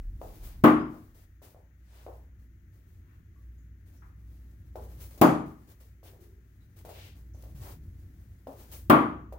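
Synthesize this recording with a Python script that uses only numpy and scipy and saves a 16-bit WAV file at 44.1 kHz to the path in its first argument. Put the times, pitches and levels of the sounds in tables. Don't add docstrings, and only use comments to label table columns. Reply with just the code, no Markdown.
import sys
import numpy as np
from scipy import signal
from scipy.fft import rfft, irfft, next_fast_len
from scipy.io import wavfile
from scipy.ndimage import uniform_filter1d

SR = 44100
rng = np.random.default_rng(int(sys.argv[2]) if len(sys.argv) > 2 else 0)


def wav_out(sig):
    wavfile.write(sys.argv[1], SR, np.round(np.clip(np.atleast_2d(sig).T, -1, 1) * 32767).astype(np.int16))


N = 413658
TIME = np.arange(N) / SR
AGE = TIME[:SR]

# (time [s], boom [dB], knock [dB], clack [dB], splinter [dB], sizzle [dB], crack [dB])
THROWS = [(0.6377, -1.5, -1.5, 0, -6.5, -0.5, -8.5), (5.2134, -1, 1.5, -3.5, 2.5, 5.5, 2.5),
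          (8.8976, -1.5, 1.5, 2.5, -8.5, 1.5, 1)]
# (frequency [Hz], level in throw 1 [dB], in throw 2 [dB], in throw 3 [dB])
BOARD_MODES = [(141.3, -25, -22, -26.5), (176.9, -24, -21, -25.5), (229, -15.5, -23, -19),
               (254.5, -17.5, -19, -18), (281.6, -23.5, -24.5, -20.5), (307.3, -9, -13, -13),
               (332, -20, -25.5, -23), (351.3, -21.5, -28, -26), (406, -24, -23.5, -26),
               (439, -32, -28, -32), (609, -30, -23, -28), (683, -34.5, -30.5, -25),
               (743, -35.5, -26.5, -37), (803, -41, -24, -31), (842, -30.5, -35, -31),
               (946, -32.5, -28, -25), (1043, -23.5, -35.5, -35), (1098, -24.5, -29, -30),
               (1140, -30.5, -38.5, -16), (1180, -28, -30, -34), (1228, -32, -28, -24.5),
               (1300, -36.5, -30, -35), (1376, -34.5, -33.5, -27), (1494, -41, -39, -35),
               (2060, -38, -44, -43), (2290, -51.5, -38, -51), (3335, -65, -43.5, -48),
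               (4690, -64.5, -47, -56)]
# (frequency [Hz], level [dB])
BOOM_COLOUR = [(40, -34.5), (85, -12.5), (140, -7), (240, -3.5), (360, -2.5), (460, -12.5), (700, -35.5)]
KNOCK_COLOUR = [(300, -20), (450, -4.5), (650, 0.5), (850, -1), (1200, -20)]
CLACK_COLOUR = [(650, -21.5), (950, -2), (1150, 3), (1380, -4), (1650, -12.5), (2200, -17.5), (2700, -24),
                (3300, -25), (3900, -37.5), (6000, -50.5)]
# (frequency [Hz], level [dB])
CRACK_COLOUR = [(1200, -10.5), (3000, 1), (4700, -7), (7500, -10), (10000, -5.5), (12000, -9), (14000, 1.5),
                (16000, 1)]
SPLINTER_COLOUR = [(2500, -12.5), (4500, -2), (5600, -6.5), (6800, -2), (8000, -9), (11000, -12),
                   (15000, -17)]
SIZZLE_COLOUR = [(7500, -18.5), (9500, -6.5), (12000, -7.5), (14000, 1), (16000, -0.5)]
# (frequency [Hz], T60 [s])
ROOM_T60 = [(60, .7), (250, 0.57), (600, 0.38), (1200, 0.46), (2700, 0.43), (5000, .39), (9000, 0.38),
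            (15000, 0.18)]
# (time [s], level [dB], scuff trim [dB])
STEPS = [(0.2147, -31.5, -22), (.9415, -45, -14), (1.418, -48, -13), (1.546, -46.5, -28),
         (2.0647, -32.5, -40), (4.756, -31, -16.5), (5.176, -48.5, 4), (6.030, -47.5, -12.5),
         (6.135, -52, -15), (6.8496, -38.5, -5.5), (6.891, -36.5, -7), (7.346, -51.5, -5),
         (7.436, -46.5, -5), (8.470, -31.5, -19), (9.324, -35.5, -14.5)]
# (time [s], level [dB], pitch [Hz])
TREADS = [(4.969, -42.5, 126), (7.544, -37.5, 140), (7.594, -35, 116.6), (7.716, -47, 130),
          (8.477, -37, 272)]
# (swing start [s], sleeve snap time [s], snap length [s], snap level [dB])
SWINGS = [(0.193, 0.427, .042, -49.5), (4.754, 4.998, 0.021, -48.5), (8.457, 8.713, 0.033, -49)]
# (time [s], length [s], level [dB])
SWISHES = [(.85, .2, -70.5), (1.14, 0.062, -66.5), (1.418, 0.038, -60.5), (1.91, 0.25, -69),
           (2.38, 0.061, -77.5), (2.72, 0.072, -78), (2.86, 0.082, -76.5), (3.37, 0.052, -82),
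           (3.855, 0.092, -69), (5.105, 0.013, -59.5), (5.455, .03, -67), (5.55, 0.14, -75),
           (5.67, 0.04, -64.5), (5.8, .025, -63), (6.03, 0.055, -61), (6.2, 0.047, -66.5),
           (6.6, 0.161, -79.5), (6.76, 0.038, -64), (6.85, 0.2, -59.5), (7.15, 0.043, -66),
           (7.35, 0.16, -68), (7.545, 0.065, -61), (7.605, 0.078, -54)]
# (frequency [Hz], level [dB])
CLOTH_COLOUR = [(150, 4), (400, 9.5), (750, 2), (1300, -2), (2500, -6), (4000, -6.5), (6500, -6.5),
                (8500, -8), (11000, -5), (14500, -2.5), (16000, 1.5)]
# (time [s], level [dB], centre [Hz], T60 [s], skirt an octave away [dB])
TICKS = [(.797, -67, 5040, 0.31, -300), (3.359, -72.5, 1138, 0.32, -200), (3.58, -76, 6740, 0.34, -200),
         (3.971, -74.5, 5800, .35, -81), (4.02, -58.5, 1204, 0.42, -19), (6.605, -78.5, 3920, 0.4, -160),
         (6.787, -54.5, 3500, 0.032, -1), (7.335, -70, 6170, 0.41, -72), (7.423, -47, 9030, 0.018, 1)]
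# (peak time [s], level [dB], half length [s], centre [Hz], skirt an octave away [dB])
RUBS = [(.47, -63.5, 0.066, 700, -2.5), (1.965, -69, 0.076, 3330, -1.5), (1.998, -64.5, 0.068, 646, -3.5),
        (3.122, -72.5, 0.065, 1400, -11.5), (6.08, -63, 0.016, 2780, -12), (6.24, -61.5, 0.13, 371, -93.5),
        (7.017, -56.5, 0.073, 2680, -9), (7.678, -54.5, 0.042, 700, -8.5)]
# (time [s], level [dB])
HEARD_RUMBLE_LEVELS = [
    [(0.0, -54), (0.152, -47), (0.5, -49)],
    [(1.15, -58.5), (1.96, -58.5), (2.4, -54), (2.63, -54.5), (4.49, -51.5), (4.9, -49)],
    [(5.75, -57.5), (6.42, -56.5), (7.15, -51.5), (7.77, -46.5), (8.44, -53.5), (8.6, -50.5)],
]
# (frequency [Hz], level [dB])
DRONE_COLOUR = [(35, -18.5), (50, -0.5), (68, -3), (92, 4.5), (125, -8), (165, -12), (230, -17), (330, -19),
                (450, -36), (700, -47), (1200, -53)]
HISS_COLOUR = [(400, -5), (900, -10.5), (1300, 4.5), (1850, 8), (2700, -4.5), (5000, -15.5), (6600, -4),
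               (8000, -20), (12000, -13.5), (15000, -6)]
# (frequency [Hz], left over right [dB])
LEFT_BIAS = [(60, 0), (125, 1), (250, 3), (500, 1.5), (1000, 2.5), (2000, 4.5), (4000, 3.5), (8000, 3),
             (11000, -1), (14500, 6.5)]

MIC_GAP_M, SOUND_M_PER_S = .17, 343


def knife(throw, boom_db, knock_db, clack_db, splinter_db, sizzle_db, crack_db):
    crack = noise(CRACK_COLOUR) * swell(.0006) * fade(.059) * undb(crack_db - 21.5)
    bend = -.5 * ring(225, t60=.04) * swell(.00083)
    slap = .16 * np.exp(-((AGE - .0032) / .00032) ** 2)
    boom = undb(boom_db - 17.5) * reverberate(BOOM_COLOUR)
    knock = undb(knock_db - 16.5) * reverberate(KNOCK_COLOUR)
    clack = undb(clack_db - 15.5) * reverberate(CLACK_COLOUR)
    splinter = undb(splinter_db - 40) * reverberate(SPLINTER_COLOUR)
    sizzle = undb(sizzle_db - 33) * reverberate(SIZZLE_COLOUR)
    wood = (boom + knock + clack) * swell(.0034)
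    fibres = (splinter + sizzle) * swell(.0012)
    return crack + bend + slap + board(throw) + wood + fibres


def board(throw):
    hz, *share_db = np.transpose(BOARD_MODES)
    direction, path = rng.uniform(-1, 1, (len(hz), 2)).T
    mic_phase = np.pi * hz * MIC_GAP_M / SOUND_M_PER_S * direction
    path_phase = np.pi * np.minimum(hz / 600, 1) * path
    phases = (path_phase + np.array([mic_phase, -mic_phase])).T[:, :, None]
    t60s = .49 * (hz / 300) ** -.16
    modes = zip(hz, t60s, share_db[throw], phases)
    return -sum(undb(db + .5) * ring(f, t60, phase) for f, t60, db, phase in modes) * swell(.004453)


def reverberate(colour):
    spectrum, hz = rfft(noise(colour)), np.fft.rfftfreq(SR, 1 / SR)
    centres, t60s = np.transpose(ROOM_T60)
    bands = [np.interp(np.log(hz + 1), np.log(centres), row) for row in np.eye(len(centres))]
    return sum(irfft(spectrum * band, SR) * fade(t60) for band, t60 in zip(bands, t60s))


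def step(scuff_db, pat_hz=567):
    click = undb(8.5) * noise(hump(670, skirt_db=-8)) * fade(.0072) * swell(.003)
    pat = 2.73 * ring(pat_hz, t60=.01) * swell(.0008)
    walls = undb(-10.5) * reverberate(hump(pat_hz, skirt_db=-15.5)) * swell(.0059)
    scuff = undb(scuff_db - 5.5) * noise(CLOTH_COLOUR) * fade(.17) * swell(.0011)
    return click + pat + walls + scuff


def tread(hz):
    return ring(hz, t60=.152) * swell(.0054)


def sleeve(tilt_db_per_octave=1.36):
    colour = [(hz, db + tilt_db_per_octave * np.log2(hz)) for hz, db in CLOTH_COLOUR]
    snaps = sum(movement(s, length_s, db, attack_s=.006) for _, s, length_s, db in SWINGS)
    return undb(2.5) * fabric(colour) * snaps


def clothes(wind_up_s=.65, wind_up_db=-76.5, swing_db=-63):
    moves = list(SWISHES)
    for s, snap_s, _, _ in SWINGS:
        moves += [(s - wind_up_s, wind_up_s, wind_up_db), (s, snap_s - s, swing_db)]
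    power = sum(movement(s, length_s, db, attack_s=.13 * length_s) ** 2 for s, length_s, db in moves)
    fidget = undb(-83.5 + 2 * wander(per_s=5.9))
    return undb(5.5) * np.sqrt(power + fidget ** 2) * fabric(CLOTH_COLOUR)


def movement(s, length_s, db, attack_s, t60=.4):
    rise = 1 - np.exp(-np.maximum(TIME - s, 0) / attack_s)
    decay_db = 60 * np.maximum(TIME - s - length_s, 0) / t60
    return undb(db - decay_db) * rise


def fabric(colour):
    slips = uniform_filter1d(rng.standard_normal(N), size=40)
    slips_db = slips / slips.std()
    folds_db = 1.57 * wander(per_s=25)
    return undb(slips_db + folds_db) * long_noise(colour)


def tick(hz, t60, skirt_db):
    return noise(hump(hz, skirt_db)) * fade(t60) * swell(.00117)


def rub(half_s, hz, skirt_db):
    return noise(hump(hz, skirt_db)) * np.exp(-((AGE - .5) / half_s) ** 2 / 2)


def rumble(mains_hz=59.2, surge_t60_s=2.2):
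    heard_level = undb(np.interp(TIME, *np.vstack(HEARD_RUMBLE_LEVELS).T))
    drone = long_noise(DRONE_COLOUR)
    hum = undb(1 + 3 * wander(per_s=6)) * np.sqrt(2) * np.sin(2 * np.pi * mains_hz * TIME)
    surge = undb(-36.5 - 60 * TIME / surge_t60_s)
    deep = (undb(-11) * heard_level + surge) * long_noise(hump(35, skirt_db=-35.5))
    return heard_level * (drone + hum) + deep


def hiss(left_db=9.5):
    balance = undb(np.array([[left_db], [-left_db]]) / 2)
    return undb(-78.5) * long_noise(HISS_COLOUR) * balance


def noise(colour, size=SR):
    hz = np.fft.rfftfreq(size, 1 / SR)
    alike = np.sinc(2 * hz * MIC_GAP_M / SOUND_M_PER_S)
    mid, side = rfft(rng.standard_normal((2, size)))
    mid, side = mid * np.sqrt(1 + alike), side * np.sqrt(1 - alike)
    ends = 1 / (1 + (colour[0][0] / (hz + 1)) ** 4) / (1 + (hz / colour[-1][0] / 2) ** 4)
    pair = irfft(np.array([mid + side, mid - side]) * undb(lookup(colour, hz)) * ends, size)
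    return pair / pair.std()


def long_noise(colour):
    return noise(colour, size=next_fast_len(N))[:, :N]


def hump(hz, skirt_db):
    return [(hz * 2. ** octave, skirt_db * abs(octave) ** 1.5) for octave in np.linspace(-2, 2, 9)]


def ring(hz, t60, phase=0):
    return np.sin(2 * np.pi * hz * AGE + phase) * fade(t60)


def fade(t60):
    return np.exp(-np.log(1000) * AGE / t60)


def swell(rise_s):
    return 1 - np.exp(-(AGE / rise_s) ** 2)


def wander(per_s):
    knots = np.arange(0, TIME[-1] + 1, 1 / per_s)
    return 1.2 * np.interp(TIME, knots, rng.standard_normal(SR)[:len(knots)])


def undb(db):
    return 10 ** (np.asarray(db) / 20)


def lookup(points, hz):
    point_hz, value = np.transpose(points)
    return np.interp(np.log(hz + 1e-6), np.log(point_hz), value)


def add(out, s, sound):
    start = max(int(s * SR), 0)
    out[:, start:start + sound.shape[-1]] += sound[..., :N - start]


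def scene():
    out = clothes() + sleeve()
    for throw, (s, *trims_db) in enumerate(THROWS):
        add(out, s, knife(throw, *trims_db))
    for s, db, scuff_db in STEPS:
        add(out, s, undb(db) * step(scuff_db))
    for s, db, hz in TREADS:
        add(out, s, undb(db) * tread(hz))
    for s, db, hz, t60, skirt_db in TICKS:
        add(out, s, undb(db) * tick(hz, t60, skirt_db))
    for s, db, half_s, hz, skirt_db in RUBS:
        add(out, s - .5, undb(db) * rub(half_s, hz, skirt_db))
    return out + rumble() + hiss()


def record(dry, low_cut_hz=33, top_hz=15850):
    size = next_fast_len(N + SR)
    left_db = lookup(LEFT_BIAS, np.fft.rfftfreq(size, 1 / SR))
    balance = undb(np.array([left_db, -left_db]) / 2)
    heard = irfft(rfft(dry, size) * balance, size)[:, :N]
    heard = signal.sosfilt(signal.butter(2, low_cut_hz, "high", fs=SR, output="sos"), heard)
    rounded = heard / (1 + heard ** 6) ** (1 / 6)
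    return signal.sosfilt(signal.ellip(10, .2, 70, top_hz, fs=SR, output="sos"), rounded)


dry = scene()
out = record(dry)
wav_out(out)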